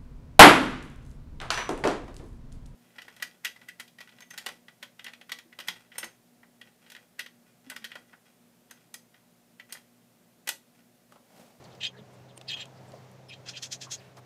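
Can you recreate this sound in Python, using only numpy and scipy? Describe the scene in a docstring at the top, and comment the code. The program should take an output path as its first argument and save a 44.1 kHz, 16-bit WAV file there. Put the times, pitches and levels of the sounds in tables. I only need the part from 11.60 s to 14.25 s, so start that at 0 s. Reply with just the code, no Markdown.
"""Quiet outdoor air and a distant machine hum, then, close to the microphone, short squeaky scrapes:
fingers twist a small fastener in the plastic housing of a one-wheeled board on a wooden deck.
It binds and slips, ringing the plastic, then comes free in a run of quick dry rubs.
The hands add small ticks and soft bumps; faint falling chirps sit in the background."""
import sys
import numpy as np
from scipy.fft import rfft, irfft, next_fast_len
from scipy.io import wavfile
from scipy.ndimage import uniform_filter1d, map_coordinates

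SR = 44100
rng = np.random.default_rng(int(sys.argv[2]) if len(sys.argv) > 2 else 0)


def log_audio(samples):
    """Write samples as a 16-bit WAV file to the path given in sys.argv[1]."""
    # one column per channel
    frames = np.atleast_2d(samples).T
    # limit to full scale, then quantise
    limited = np.clip(frames, -1, 1)
    pcm = np.round(limited * 32767).astype(np.int16)
    wavfile.write(sys.argv[1], SR, pcm)


N = 116865

# spectrum of the open air: frequency_hz, relative_db
AIR_SPECTRUM = [(25, -37), (60, -19.5), (80, -22.5), (100, -7.5), (135, -7.5), (160, -7), (190, -8.5),
                (260, -12), (350, -13), (570, -12), (700, -11), (1000, -18), (1370, -22.5), (1900, -24),
                (3100, -29), (6500, -33), (9500, -41), (15400, -42.5)]
# tones of the distant machine: pitch_hz, level_db
MACHINE_TONES = [(127.8, -57.5), (95.8, -71), (190.1, -69), (417, -69), (559.7, -68.5)]
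# faint falling chirps: start_s, length_s, start_hz, end_hz, level_db
FAINT_CHIRPS = [(0.036, 0.033, 4390, 4110, -60.5), (0.1, 0.054, 4340, 3260, -62.5),
                (0.365, 0.049, 4180, 3100, -60.5), (0.68, 0.047, 4080, 2990, -62),
                (1.15, 0.048, 4830, 4280, -68), (1.335, .06, 5200, 4200, -69),
                (2.365, 0.049, 5200, 4200, -60.5), (2.39, .04, 2800, 2620, -62)]
# hands bumping and brushing the board: peak_s, level_db, centre_hz, half_width_octaves, spread_s
HAND_BUMPS = [(0.39, -54.5, 460, 0.42, 0.014), (0.411, -52, 199, 0.33, 0.015),
              (0.366, -59.5, 1640, 0.2, 0.023), (0.54, -68, 8200, 0.33, 0.0091),
              (0.62, -59, 92.5, 0.5, 0.0084), (0.777, -50.5, 550, .8, 0.0035),
              (0.7779, -46.5, 2870, 0.14, 0.0011), (0.816, -52, 550, 0.75, 0.004),
              (0.985, -57, 885, 0.99, .035), (1.29, -66, 7940, .15, .008), (1.343, -51.5, 576, 0.38, 0.012),
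              (2.281, -55, 1080, 0.36, 0.017), (2.43, -61.5, 1930, 0.85, 0.067),
              (2.583, -51, 560, 0.95, 0.012)]
# dull creaks of skin on rubber: start_s, length_s, start_hz, end_hz, level_db
SKIN_CREAKS = [(1.335, 0.011, 595, 555, -47), (2.268, 0.019, 1050, 1146, -49)]
# fingernail ticks: start_s, level_db, centre_hz, t60_s
NAIL_TICKS = [(0.039, -54, 5200, 0.055), (0.15, -54, 4500, 0.042), (0.776, -38.5, 8100, 0.016),
              (0.813, -38, 2860, 0.014), (1.0554, -44, 6500, 0.012), (1.319, -45, 5000, 0.011),
              (1.514, -54, 11000, 0.026), (2.569, -52, 4700, 0.04)]
# resonances of the plastic housing: centre_hz, width_hz, relative_db
HOUSING_MODES = [(1765, 210, -11.5), (2085, 160, -10), (2510, 177, -3), (2945, 184, -4.5), (3203, 88, 0.5),
                 (3724, 134, -5.5), (4098, 122, -6.5), (4990, 135, -11.5), (5710, 260, -22.5),
                 (6560, 190, -16.5), (7400, 140, -22.5), (7850, 52, -24)]
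# rubs of the loose fastener:
# peak_s, relative_db, rise_s, fall_db_per_s, fall_s, tilt_db_per_octave, pitch_at_peak_hz
LOOSE_RUBS = [(1.867, -45, 0.015, 298, 0.037, -6.5, 2950), (1.892, -37.5, 0.017, 548, 0.031, -2.5, 5200),
              (1.978, -39.5, 0.029, 800, 0.033, -4.5, 4800), (2.03, -32.5, .013, 400, 0.041, 0.5, 5130),
              (2.125, -30, 0.014, 570, 0.04, 0.5, 5540), (2.219, -38, 0.015, 293, 0.036, -0.5, 5000),
              (2.317, -33, 0.014, 237, 0.035, 1.5, 6260)]
# spectrum of the rubbing: frequency_hz, relative_db
RUB_SPECTRUM = [(710, -42), (1200, -22.5), (1440, -12.5), (1670, -10), (2280, -10.5), (2590, -5.5),
                (2950, -9), (3240, 0.5), (3770, -5), (4100, -1.5), (4470, -5), (6640, -1.5), (8770, -16.5),
                (13600, -28.5), (15400, -35)]
# the tight fastener, one list of points for each twist: time_s, relative_db, pitch_hz
TIGHT_TWISTS = [
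    [(0.198, -70, 3020), (0.208, -43, 2830), (0.22, -39.5, 2960), (0.227, -43, 3100), (0.233, -31.5, 3300),
     (0.248, -30.5, 3770), (0.268, -33.5, 2940), (0.282, -47, 3100), (0.298, -59, 3100), (0.33, -80, 3100)],
    [(0.872, -59, 4400), (0.89, -38.5, 4400), (0.906, -34, 3480), (0.92, -35.5, 3400), (0.926, -38.5, 3000),
     (0.941, -37, 2680), (0.958, -63, 3000)],
    [(0.96, -52, 3000), (0.974, -40.5, 2950), (0.99, -44.5, 2970), (1.011, -37.5, 3800), (1.03, -44, 2840),
     (1.038, -51.5, 2840), (1.074, -67, 2880)],
    [(1.68, -77, 3500), (1.696, -48.5, 3080), (1.72, -54, 2500), (1.739, -41.5, 4030), (1.755, -59, 3800),
     (1.78, -70, 3500)],
    [(1.926, -68, 2700), (1.938, -48.5, 2700), (1.95, -47.5, 2700), (1.965, -42, 3100), (1.98, -48.5, 3200),
     (1.996, -63, 3200)],
]
# spectrum of the dry rasp in a twist: frequency_hz, relative_db
RASP_SPECTRUM = [(700, -42), (1300, -7), (1800, -1), (4000, 4.5), (7300, 2.5), (9000, -9), (11500, -32),
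                 (14500, -17), (16000, -24)]
# squeaks of the fastener: start_s, length_s, start_hz, end_hz, level_db, octave_relative_db
FASTENER_SQUEAKS = [(0.234, 0.022, 7560, 7520, -49, -17), (0.257, 0.027, 3280, 3230, -34.5, -17),
                    (0.258, 0.025, 4940, 4900, -44.5, -27), (0.278, 0.023, 3250, 3220, -48, -12),
                    (0.758, 0.03, 8800, 9100, -59.5, -40), (0.88, 0.021, 5140, 4700, -41, -28),
                    (0.879, 0.025, 4640, 4060, -38, -22.5), (0.924, 0.043, 3314, 3230, -37, -19.5),
                    (0.928, 0.024, 4900, 5030, -54, -24), (0.904, 0.024, 7400, 7280, -54.5, -9),
                    (0.996, 0.031, 7340, 7360, -51.5, -27), (1.682, 0.028, 5400, 4980, -53.5, -11.5),
                    (1.7, 0.034, 2657, 2420, -49, -18), (1.885, 0.015, 4860, 4890, -41, -38),
                    (1.968, .02, 4760, 4980, -44, -37), (2.312, 0.047, 6770, 6560, -42, -28)]


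def amp(db):
    """Decibels to gain."""
    return 10 ** (np.asarray(db) / 20)


def unit(x):
    """Scale to rms 1."""
    return x / np.sqrt(np.mean(x ** 2) + 1e-20)


def clock():
    """Time of each sample in seconds."""
    return np.arange(N) / SR


def wobble(knots_per_s):
    """A smooth random curve."""
    return map_coordinates(rng.standard_normal(int(N * knots_per_s / SR) + 4), [clock() * knots_per_s])


def filtered(x, response):
    """Pass x through a complex frequency response."""
    size = next_fast_len(N + 8192)
    return irfft(rfft(x, size) * response(np.fft.rfftfreq(size, 1 / SR)), size)[:N]


def coloured(x, spectrum):
    """Shape x by a spectrum drawn on a log frequency axis, at rms 1."""
    hz, db = np.transpose(spectrum)
    return unit(filtered(x, lambda f: amp(np.interp(np.log(f + 1), np.log(hz + 1), db))))


def band(centre_hz, octaves):
    """Noise of rms 1 in one broad resonance."""
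    noise = rng.standard_normal(N)
    return unit(filtered(noise, lambda f: 1 / (1 + (np.log2((f + 1) / centre_hz) / octaves) ** 2)))


def focused(x, pitch_hz, lift_db, octaves):
    """A contact favours its pitch: lift the bands near that pitch as it moves."""
    centres = np.log2(np.geomspace(2000, 7900, 11))
    spacing = centres[1] - centres[0]
    out = x.copy()
    for centre in centres:
        part = filtered(x, lambda f: np.maximum(0, 1 - np.abs(np.log2(f + 1) - centre) / spacing))
        nearness = np.exp(-((centre - np.log2(pitch_hz)) / octaves) ** 2)
        out += part * (amp(lift_db * nearness) - 1)
    return out


def glides(rows, wander):
    """Short fluttering tones, some with an octave, that swell, slide and fade; wide slides are rougher."""
    t, out = clock(), np.zeros(N)
    for start_s, length_s, start_hz, end_hz, db, *octave_db in rows:
        progress = np.clip((t - start_s) / length_s, 0, 1)
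        roughness = wander + 0.12 * abs(end_hz / start_hz - 1)
        pitch_hz = (start_hz + (end_hz - start_hz) * progress) * (1 + roughness * wobble(800))
        phase = 2 * np.pi * np.cumsum(pitch_hz) / SR
        tone = np.sin(phase) + amp(octave_db).sum() * np.sin(2 * phase)
        flutter = amp(3 * wobble(800))
        out += amp(db) * np.sin(np.pi * progress) * unit(tone * flutter)
    return out


def outdoors():
    """The bed of the place: gently swaying air, a far machine's wavering hum and faint chirps."""
    air = coloured(rng.standard_normal(N), AIR_SPECTRUM) * amp(-55 + 1.4 * wobble(5.36))
    hum = np.zeros(N)
    for hz, db in MACHINE_TONES:
        level = amp(db + 1.05 * wobble(7.92))
        pitch_hz = hz * (1 + 0.0141 * wobble(12))
        hum += level * unit(np.sin(2 * np.pi * np.cumsum(pitch_hz) / SR))
    return air + hum + glides(FAINT_CHIRPS, wander=0.11)


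def hand_bumps():
    """Hands land softly on the hollow board, and skin creaks on its rubber."""
    brushes = np.zeros(N)
    for peak_s, db, hz, octaves, spread_s in HAND_BUMPS:
        swell = np.exp(-0.5 * ((clock() - peak_s) / spread_s) ** 2)
        brushes += amp(db) * swell * band(hz, octaves)
    return brushes + glides(SKIN_CREAKS, wander=0.049)


def housing(force):
    """The plastic rings in modes of alternating sign and radiates little bass."""
    def response(f):
        modes = sum((-1) ** k * amp(db) * 1j * f * width / (hz * hz - f * f + 1j * f * width)
                    for k, (hz, width, db) in enumerate(HOUSING_MODES))
        corner_hz = HOUSING_MODES[0][0] / 2
        return modes * (1j * f / (1j * f + corner_hz)) ** 2
    return unit(filtered(force, response))


def nail_ticks():
    """Fingernails catch on the plastic and briefly ring it."""
    attack_s, top_hz = 0.00061, 10600
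    ring = amp(-8) * housing(rng.standard_normal(N))
    out = np.zeros(N)
    for start_s, db, hz, t60_s in NAIL_TICKS:
        age = np.maximum(clock() - start_s, 0)
        envelope = amp(db - 60 * age / t60_s) * (1 - np.exp(-age / attack_s))
        out += envelope * (band(hz, octaves=0.66) + ring)
    return filtered(out, lambda f: 1 / np.sqrt(1 + (f / top_hz) ** 10))


def friction(slips_per_s, scatter, spread_db, grit_db):
    """Stick-slip: unevenly spaced jolts of varying size over fine grit."""
    grit = rng.standard_normal(N)
    gap_draws, size_draws = rng.standard_normal((6000, 2)).T
    at = (np.cumsum(np.exp(scatter * gap_draws)) / slips_per_s * SR).astype(int)
    sizes = amp(spread_db * np.clip(size_draws, -2, 2))
    jolts = np.bincount(at[at < N], sizes[at < N], N)
    return unit(unit(jolts - jolts.mean()) + amp(grit_db) * grit)


def loose_rubs():
    """The freed fastener turns fast: dense, dry friction that swells, climbs in pitch and dies away."""
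    rise_db, rounding_s, stop_db_per_s = 22.5, 0.0091, 694
    pivot_hz, climb_octaves_per_s = 5000.0, 5.8
    force = friction(slips_per_s=1300, scatter=0.6, spread_db=2.5, grit_db=1.5)
    hiss = coloured(force, RUB_SPECTRUM) + amp(-21.5) * housing(force)
    out, pitch_hz = np.zeros(N), np.full(N, pivot_hz)
    for peak_s, db, rise_s, fall_db_per_s, fall_s, tilt, hz in LOOSE_RUBS:
        t = clock() - peak_s
        swell_db = np.minimum(rise_db * t / rise_s, -fall_db_per_s * t)
        swell_db = uniform_filter1d(swell_db, int(rounding_s * SR))
        stop_db = stop_db_per_s * np.maximum(t - fall_s, 0)
        tilted = unit(filtered(hiss, lambda f: amp(tilt * np.log2((f + 100) / pivot_hz))))
        out += amp(db + swell_db - stop_db) * tilted
        climbing_hz = hz * 2 ** (climb_octaves_per_s * np.minimum(t, fall_s))
        pitch_hz = np.where(t > -rise_s, climbing_hz, pitch_hz)
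    return amp(-2) * focused(out, pitch_hz, lift_db=4, octaves=0.26)


def tight_twists():
    """The tight fastener slips in jolts that ring the housing, and now and then squeaks."""
    t, effort = clock(), np.zeros(N)
    pitch_hz = np.full(N, float(TIGHT_TWISTS[0][0][2]))
    for points in TIGHT_TWISTS:
        time_s, db, hz = np.transpose(points)
        turning = (t >= time_s[0]) & (t < time_s[-1])
        effort += turning * amp(np.interp(t, time_s, db))
        pitch_hz = np.where(turning, np.interp(t, time_s, hz), pitch_hz)
    force = friction(slips_per_s=270, scatter=0.25, spread_db=1.5, grit_db=2)
    ring = amp(-4.5) * focused(housing(force), pitch_hz, lift_db=8, octaves=0.24)
    rasp = amp(-17.5) * coloured(force, RASP_SPECTRUM)
    return effort * (ring + rasp) + glides(FASTENER_SQUEAKS, wander=0.016)


def scene():
    """Fastener and hands close up, the open air behind them, in mono."""
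    return (tight_twists() + loose_rubs() + nail_ticks() + hand_bumps() + outdoors())[None]


def record(dry):
    """The microphone's channel passes nothing above 15.6 kHz."""
    return np.array([filtered(x, lambda f: f < 15600) for x in dry])


dry = scene()
out = record(dry)
log_audio(out)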